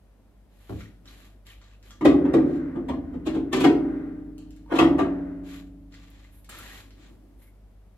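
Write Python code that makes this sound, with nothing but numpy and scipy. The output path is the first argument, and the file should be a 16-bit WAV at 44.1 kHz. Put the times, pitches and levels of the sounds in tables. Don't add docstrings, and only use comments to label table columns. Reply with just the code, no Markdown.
import sys
import numpy as np
from scipy import signal
from scipy.fft import rfft, irfft, next_fast_len
from scipy.io import wavfile

SR = 44100
rng = np.random.default_rng(int(sys.argv[2]) if len(sys.argv) > 2 else 0)


def dump_mix(stems):
    frames = np.atleast_2d(stems).T
    limited = np.clip(frames, -1, 1)
    pcm = np.round(limited * 32767).astype(np.int16)
    wavfile.write(sys.argv[1], SR, pcm)


N = 351477
TIME = np.arange(N) / SR


def amp(db):
    return 10 ** (np.asarray(db) / 20)


def curve_at(points, hz):
    point_hz, value = np.transpose(points)
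    return np.interp(np.log(hz + 1), np.log(point_hz + 1), value)


def unit_rms(x):
    return x / np.sqrt(np.mean(x ** 2) + 1e-20)


def add(mix, start_s, sound):
    part = mix[..., round(start_s * SR):][..., :sound.shape[-1]]
    part += sound[..., :part.shape[-1]]


def colour(x, spectrum):
    size = next_fast_len(x.shape[-1])
    gain = amp(curve_at(spectrum, np.fft.rfftfreq(size, 1 / SR)))
    return irfft(rfft(x, size) * gain, size)[..., :x.shape[-1]]


def wander(knots_per_s):
    knots = rng.standard_normal(4096)
    return unit_rms(np.interp(TIME * knots_per_s, np.arange(len(knots)), knots))


def swell(t, peak_s, sharpness):
    return (t / peak_s * np.exp(1 - t / peak_s)) ** sharpness


# freq_hz, correlation
COHERENCE = [(130, 0.91), (290, 0.81), (450, 0.52), (700, 0.34), (1400, 0.81), (3000, 0.021), (6000, 0),
             (15000, 0.98)]
# freq_hz, left_minus_right_db
BALANCE = [(300, 0.5), (1000, 1.5), (2200, 2.5), (4500, 0.8), (9000, -1)]
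def room_noise(spectrum, size):
    fft_size = next_fast_len(size)
    hz = np.fft.rfftfreq(fft_size, 1 / SR)
    coherence = np.clip(curve_at(COHERENCE, hz), -1, 1)
    pan = amp(curve_at(BALANCE, hz) / 2)
    mid, side = rfft(rng.standard_normal((2, fft_size)))
    mid, side = mid * np.sqrt((1 + coherence) / 2), side * np.sqrt((1 - coherence) / 2)
    pair = np.array([(mid + side) * pan, (mid - side) / pan])
    return irfft(pair * amp(curve_at(spectrum, hz)), fft_size)[:, :size]


def dense_modes(force, bands, size, crunch=0, crunch_s=1):
    bands = np.array(bands)
    t, hz = np.arange(size) / SR, np.fft.rfftfreq(size, 1 / SR)
    modes, response = rfft(room_noise(bands[:, :2], size)), 0
    for selector, (_, _, t60_s, rise_s) in zip(np.eye(len(bands)), bands):
        band = irfft(modes * curve_at(np.c_[bands[:, 0], selector], hz), size)
        response += band * np.exp(-np.log(1000) * t / t60_s) * (1 - np.exp(-t / rise_s))
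    response *= 1 + crunch * np.exp(-t / crunch_s)
    return signal.fftconvolve(force[None], response, axes=1)[:, :N]


def contact(scrape_s, chatter_s, spectrum, impact, size=6000):
    t = (np.arange(size) - size // 2) / SR
    pressure = np.exp(-np.where(t < 0, -t / scrape_s, t / chatter_s))
    force = rng.standard_normal(size) * (rng.random(size) < 0.1) * pressure
    force /= np.linalg.norm(force) + 1e-9
    force[size // 2] += impact
    return colour(force / np.linalg.norm(force), spectrum), size // 2 / SR


# freq_hz, gain_db
AIR_SPECTRUM = [(30, -25.5), (55, -0.5), (80, -15.5), (125, -22), (200, -12.5), (300, -24.5), (600, -24),
                (1100, -34.5), (2500, -41.5), (6000, -48.5), (16000, -51)]
# pitch_hz, gain_db
HUM_TONES = [(48.6, 0.5), (99.8, -10)]
# time_s, level_db
HUM_ENVELOPE = [(0, -56.5), (.45, -61), (.6, -54), (4, -48), (7.9, -53.5)]
def workshop(air_db=-58.5, waver_rad=0.15):
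    hum = sum(amp(db) * np.sqrt(2) * np.sin(2 * np.pi * hz * TIME + waver_rad * wander(1.5))
              for hz, db in HUM_TONES)
    hum_db = np.interp(TIME, *np.transpose(HUM_ENVELOPE))
    return amp(hum_db) * hum + amp(air_db) * unit_rms(room_noise(AIR_SPECTRUM, N))


# freq_hz, gain_db
RUSTLE_SPECTRUM = [(50, -15.5), (100, 5.5), (140, -8), (290, 5), (450, -11), (1000, -23), (3000, -36.5)]
# centre_s, half_length_s, level_db
WEIGHT_SHIFTS = [(1.12, 0.26, -62.5), (1.95, 0.1, -61), (6.626, 0.08, -56), (7.088, 0.29, -56)]
def shuffling(standing_db=-71, uneven_db=1.5, jolts_per_s=16):
    shifts = sum(amp(db) * np.exp(-((TIME - centre_s) / half_s) ** 2)
                 for centre_s, half_s, db in WEIGHT_SHIFTS)
    jolts = amp(uneven_db * wander(jolts_per_s))
    return (amp(standing_db) + shifts) * jolts * unit_rms(room_noise(RUSTLE_SPECTRUM, N))


# pitch_hz, width_hz, gain_db
RING_PEAKS = [(1178, 31, 6.5), (1480, 67, -3.5), (1660, 31, 8), (1840, 120, 7), (2060, 300, 1),
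              (2430, 230, -5), (3080, 70, -7.5), (4097, 170, -3.5), (7300, 1200, 7.5)]
def steel_ring(drive, gain_db):
    peaks = sum(amp(db) * signal.lfilter(*signal.iirpeak(hz, hz / width_hz, fs=SR), drive)
                for hz, width_hz, db in RING_PEAKS)
    return drive + amp(gain_db) * peaks


def stroke(length_s, rise_s, sag_db_per_s=6, release_db_per_s=175):
    t = np.arange(SR) / SR
    fall_db = sag_db_per_s * t + release_db_per_s * np.maximum(t - length_s, 0)
    return np.minimum(t / rise_s, 1) * amp(-fall_db)


# freq_hz, gain_db
CLOTH_SPECTRUM = [(300, 2), (900, 0), (1350, 0), (1900, -3), (2700, 1), (3600, 2), (5500, -8.5),
                  (7500, -12.5), (12000, -39.5)]
# freq_hz, gain_db
HISS_SPECTRUM = [(3000, -31.5), (7000, -7), (12000, 12), (16000, -16.5)]
# start_s, length_s, rise_s, friction_db, hiss_db
RUBS = [(0.482, 0.22, 0.14, -66.5, -67.5), (0.67, 0.15, 0.16, -55.5, -62.5), (1.043, 0.22, 0.046, -60, -65),
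        (1.448, 0.028, 0.075, -51.5, -56), (1.616, 0.11, 0.0087, -66.5, -93),
        (1.82, 0.076, 0.05, -62.5, -67), (2.433, 0.13, 0.07, -62.5, -73), (5.431, 0.14, 0.072, -53, -61),
        (5.902, 0.37, 0.035, -63.5, -76), (6.303, 0.081, 0.053, -74, -60), (6.489, 0.31, 0.0066, -50, -56),
        (6.954, 0.12, 0.076, -62, -86), (7.371, 0.053, 0.07, -67.5, -58.5)]
def rubbing(friction_gain_db=3, hiss_gain_db=-2, catch_db=1.1, catches_per_s=110,
            grit_db=-10.5, grit_per_s=130, crackle_db=2.5, crackles_per_s=1500):
    friction_level, hiss_level = np.zeros((2, N))
    for start_s, length_s, rise_s, friction_db, hiss_db in RUBS:
        pressure = stroke(length_s, rise_s)
        add(friction_level, start_s, amp(friction_db + friction_gain_db) * pressure)
        add(hiss_level, start_s, amp(hiss_db + hiss_gain_db) * pressure)
    catches = amp(catch_db * wander(catches_per_s))
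    grit = rng.standard_normal((2, N)) * (rng.random(N) < grit_per_s / SR)
    drag = unit_rms(catches * room_noise(CLOTH_SPECTRUM, N))
    drag += amp(grit_db) * unit_rms(colour(grit, CLOTH_SPECTRUM))
    friction = unit_rms(steel_ring(drag, gain_db=-1.5))
    crackle = rng.standard_normal((2, N)) * (rng.random((2, N)) < crackles_per_s / SR)
    hiss = unit_rms(room_noise(HISS_SPECTRUM, N))
    hiss += amp(crackle_db) * unit_rms(colour(crackle, HISS_SPECTRUM))
    return friction_level * friction + hiss_level * unit_rms(catches * hiss)


# freq_hz, gain_db, t60_s, rise_s
WALL_BANDS = [(299, -16, .3, 0.0026), (778, -5.5, 0.25, .002), (1500, -1.5, 0.37, 0.00059),
              (3520, 1.5, 0.55, 0.00071), (7000, -2, 0.3, 0.0013), (15420, 1, 0.072, 0.00094)]
# time_s, tick_db, brightness_db, clink_db
TOUCHES = [(0.807, -50, -47, -37), (1.057, -51, -23, -47), (1.081, -50, -25, -69), (1.468, -48, -6, -63),
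           (1.615, -55, -29, -46), (1.828, -54, -11, -62), (1.906, -47.5, -11.5, -39),
           (4.381, -52.5, -4, -47), (4.422, -66, -3, -51), (4.507, -55.5, -8, -56),
           (4.564, -59.5, -3.5, -52.5), (5.924, -55, -24, -53), (5.942, -49.5, -18, -47),
           (6.102, -77, 21, -66.5), (6.445, -53, -5, -64), (6.493, -49, 7.5, -42),
           (6.587, -52.5, 10.5, -41), (6.907, -53.5, -28, -50)]
def ticks(direct_db=22.5, walls_db=-4.5):
    force = np.zeros(N)
    for time_s, tick_db, brightness_db, clink_db in TOUCHES:
        spectrum = [(850, clink_db - 10), (1250, clink_db), (2100, tick_db), (6000, tick_db),
                    (11000, tick_db + brightness_db)]
        touch, lead_s = contact(scrape_s=0.00026, chatter_s=0.0021, spectrum=spectrum, impact=0.35)
        add(force, time_s - lead_s, touch)
    walls = dense_modes(steel_ring(force, gain_db=-3.5), WALL_BANDS, size=16384)
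    return amp(direct_db) * force + amp(walls_db) * walls


def resonate(x, hz, width_hz):
    carrier = np.exp(2j * np.pi * np.cumsum(hz) / SR)
    pole = np.exp(-np.pi * width_hz / SR)
    return 2 * (carrier * signal.lfilter([1 - pole], [1, -pole], x / carrier)).real


# start_s, length_s, first_hz, last_hz, level_db
STEEL_SLIDES = [(0.806, 0.011, 2020, 2180, -50), (0.85, .01, 1830, 1850, -56),
                (1.076, 0.01, 4040, 3850, -52), (1.487, 0.02, 2030, 1800, -57),
                (1.498, 0.013, 3100, 3030, -53), (1.516, .025, 2400, 2300, -60),
                (1.639, 0.0084, 3950, 3950, -64), (1.734, 0.014, 2800, 2600, -65),
                (1.9, 0.016, 3300, 3330, -55.5), (4.66, 0.044, 886, 980, -60),
                (5.939, 0.011, 1920, 2010, -54), (6.24, 0.023, 1920, 2140, -62),
                (6.49, 0.079, 1220, 1330, -53), (6.588, 0.013, 1280, 1480, -47),
                (6.63, 0.13, 1830, 1930, -55), (7.411, 0.078, 2060, 2120, -70)]
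def rasps(width_hz=110, lower_ratio=0.65, lower_db=-17, slips_per_s=900, fade_s=0.006, walls_db=-36.5):
    size = 16384
    t, out = np.arange(size) / SR, np.zeros(N)
    for start_s, length_s, first_hz, last_hz, level_db in STEEL_SLIDES:
        hz = np.interp(t, [0, length_s], [first_hz, last_hz])
        slips = rng.standard_normal(size) * (rng.random(size) < slips_per_s / SR)
        slips *= np.exp(-np.maximum(t - length_s, 0) / fade_s)
        slips[0] = 0.95
        tone = resonate(slips, hz, width_hz) + amp(lower_db) * resonate(slips, hz * lower_ratio, width_hz)
        add(out, start_s, amp(level_db) * np.sqrt(length_s * SR) * tone / np.linalg.norm(tone))
    return out + amp(walls_db) * dense_modes(out, WALL_BANDS, size)


# freq_hz, gain_db, t60_s, rise_s
THUD_BANDS = [(40, 13, 0.52, .015), (80.5, 27.5, 0.3, 0.015), (180, 11.5, 0.7, 0.0067),
              (333, 13.5, 0.42, 0.0015), (905, 2, 0.11, 0.0014), (1970, -12, 0.057, .001),
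              (8000, -28, 0.079, .001)]
# start_s, level_db
BUMPS = [(0.694, -28.5), (0.704, -35), (0.723, -34), (0.757, -43.5)]
def knocks():
    force = np.zeros(N)
    for start_s, level_db in BUMPS:
        add(force, start_s, amp([level_db]))
    return dense_modes(force, THUD_BANDS, size=24576)


def blow_spectrum(boom_db, clang_db, crack_db, thump_db):
    return [(80.5, thump_db), (150, boom_db), (268, boom_db), (1310, clang_db),
            (3730, crack_db), (7500, crack_db), (14000, crack_db - 0.5)]


# time_s, boom_db, clang_db, crack_db, scrape_s, spot_hz, thump_db
STEEL_BLOWS = [(2.009, -22, -41, -55.5, 0.00039, 305, -32.5),
               (2.051, -10, -26.5, -35.5, 0.0027, 290.4, -7.5),
               (2.249, -27.5, -40, -62, 0.0018, 305, -36.5),
               (2.337, -13.5, -34, -44.5, 0.002, 324.7, -10.5), (2.757, -27, -50, -69.5, 0.006, 348, -25.5),
               (2.888, -24, -41, -51, 0.003, 257, -14), (3.140, -29, -62, -69.5, 0.012, 258, -28),
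               (3.267, -23.5, -42.5, -44.5, 0.005, 328.8, -27),
               (3.351, -21.5, -47.5, -53, 0.015, 323.3, -29), (3.530, -23.5, -30, -33, 0.0035, 285, -29),
               (3.565, -24, -41.5, -40.5, 0.0062, 279, -25), (3.607, -21.5, -37.5, -35.5, 0.0072, 286, -28),
               (3.6402, -13.5, -27, -33.5, 0.003, 292.2, -16),
               (4.718, -20.5, -29, -51.5, 0.008, 332.7, -33.5), (4.761, -32.5, -35, -40, 0.014, 330, -36),
               (4.787, -17, -20.5, -32, 0.002, 313.6, -16.5), (4.8148, -15.5, -33, -52, 0.002, 317.5, -11),
               (4.990, -23, -28.5, -45.5, 0.006, 327.5, -15.5)]
def flexing(gain_db=1.5):
    t, out = np.arange(SR) / SR, np.zeros(N)
    bulge = swell(t, peak_s=0.029, sharpness=3)
    for time_s, boom_db, _, _, _, spot_hz, _ in STEEL_BLOWS:
        add(out, time_s, amp(gain_db + boom_db) * bulge * np.sin(2 * np.pi * spot_hz * t))
    return out


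# freq_hz, gain_db
SHIMMER_SPECTRUM = [(400, -19.5), (900, -1.5), (1400, 2.5), (1950, -1), (2500, -12.5), (4000, -27),
                    (12000, -43.5)]
def shimmer(gain_db=-39, modes_per_hz=0.13):
    bloom = swell(np.arange(2 * SR) / SR, peak_s=0.26, sharpness=3.35)
    power = np.zeros(N)
    for time_s, boom_db, *_ in STEEL_BLOWS:
        add(power, time_s, (amp(gain_db + boom_db) * bloom) ** 2)
    size = next_fast_len(N)
    spectrum = rfft(room_noise(SHIMMER_SPECTRUM, N), size)
    is_mode = rng.random(spectrum.shape[-1]) < modes_per_hz * SR / size
    return np.sqrt(power) * unit_rms(irfft(spectrum * is_mode, size)[:, :N])


# pitch_hz, gain_db, t60_s
HOUSING_MODES = [(71.06, -23, 1.8), (85.2, -27.5, 1.8), (139.9, -17.5, 1), (162.7, -20, 3.3),
                 (177.8, -24.5, 2.5), (217.3, -19, 0.54), (248, -24, 2.3), (260, -10.5, 1.4),
                 (266.7, -14.5, 1.2), (280, -9, 1.95), (291.4, -10, 0.71), (289.4, -10.5, 1.13),
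                 (308.4, -19.5, 2.42), (317.9, -3.5, 0.29), (328, -12.5, 1.5), (329.5, -6, 0.69),
                 (335.3, -15.5, 0.99), (352, -9.5, 0.82), (379, -9, 0.98), (393, -19, 1.3),
                 (427, -14.5, 0.36), (455, -23, 1.7), (509.5, -18.5, 0.98), (602, -19, 1.45),
                 (670, -16, 0.89), (721, -9.5, 0.45), (958, -13, 0.55), (1152, -13.5, 0.32)]
def housing(gain_db=-2.5, rise_s=0.0032, scatter_db=4.5, favour_db=4.5, favour_width_hz=28, spread=0.44):
    hz, mode_db, t60_s = np.transpose(HOUSING_MODES)
    t, out = np.arange(round(2.5 * SR)) / SR, np.zeros((2, N))
    polarity = (-1) ** np.arange(len(hz))
    envelope = np.exp(-np.log(1000) * t / t60_s[:, None]) * (1 - np.exp(-t / rise_s))
    offset_rad = polarity * spread * np.arccos(np.clip(curve_at(COHERENCE, hz), -1, 1)) / 2
    phase = 2 * np.pi * hz[:, None] * t
    modes = np.array([envelope * np.sin(phase + side * offset_rad[:, None]) for side in (1, -1)])
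    for time_s, boom_db, clang_db, crack_db, _, spot_hz, thump_db in STEEL_BLOWS:
        drive_db = curve_at(blow_spectrum(boom_db, clang_db, crack_db, thump_db), hz)
        drive_db += favour_db * np.exp(-((hz - spot_hz) / favour_width_hz) ** 2)
        drive_db += scatter_db * rng.standard_normal(len(hz))
        add(out, time_s, (polarity * amp(gain_db + mode_db + drive_db)) @ modes)
    return out


# freq_hz, gain_db, t60_s, rise_s
CLANG_BANDS = [(60, -9, 0.9, 0.012), (150.8, 4.5, 0.58, 0.0057), (296, 14.5, 1, 0.0094),
               (502, 14, 0.49, 0.0018), (850, 13, 0.39, 0.0014), (1040, 18.5, 0.28, 0.002),
               (1620, 6.5, 0.36, 0.00087), (3340, 13, 0.3, 0.00083), (5100, 0, 0.31, .001),
               (7300, -4, 0.24, 0.00028), (15000, -19, 0.29, 0.00066)]
# freq_hz, gain_db, t60_s, rise_s
TAIL_BANDS = [(70, -16.5, 7.5, 0.017), (120, -13, 2.9, 0.022), (194, -14.5, 3.4, 0.067),
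              (270, 2.5, 1.68, 0.025), (554, -4.5, 1.61, 0.027), (1100, -2, 0.8, 0.05),
              (5000, -26.5, 0.6, 0.05)]
def clanks(direct_db=16.5, tail_db=4):
    force, clang = np.zeros(N), np.zeros((2, N))
    for time_s, boom_db, clang_db, crack_db, scrape_s, _, thump_db in STEEL_BLOWS:
        chatter_s = 0.0055 + 0.61 * scrape_s
        spectrum = blow_spectrum(boom_db, clang_db, crack_db, thump_db)
        touch, lead_s = contact(scrape_s, chatter_s, spectrum, impact=0.32)
        add(force, time_s - lead_s, touch)
        ringing = steel_ring(touch, gain_db=-7.5)
        upper_modes = dense_modes(ringing, CLANG_BANDS, size=32768, crunch=0.77, crunch_s=0.011)
        add(clang, time_s - lead_s, upper_modes)
    return amp(direct_db) * force + clang + amp(tail_db) * dense_modes(force, TAIL_BANDS, size=98304)


def scene():
    blows = housing() + flexing() + clanks() + shimmer()
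    handling = knocks() + ticks() + rubbing() + rasps() + shuffling()
    return blows + handling + workshop()


def record(dry, right_delay_samples=4, low_cut_hz=37, ceiling=0.8, high_cut_hz=15900):
    pair = np.array([dry[0], np.pad(dry[1], (right_delay_samples, 0))[:N]])
    pair = signal.sosfilt(signal.butter(5, low_cut_hz, "high", fs=SR, output="sos"), pair)
    pair = pair / (1 + (pair / ceiling) ** 8) ** (1 / 8)
    lowpass = signal.firwin(511, high_cut_hz, window=("kaiser", 9), fs=SR)
    return signal.oaconvolve(pair, lowpass[None], "same")


dry = scene()
out = record(dry)
dump_mix(out)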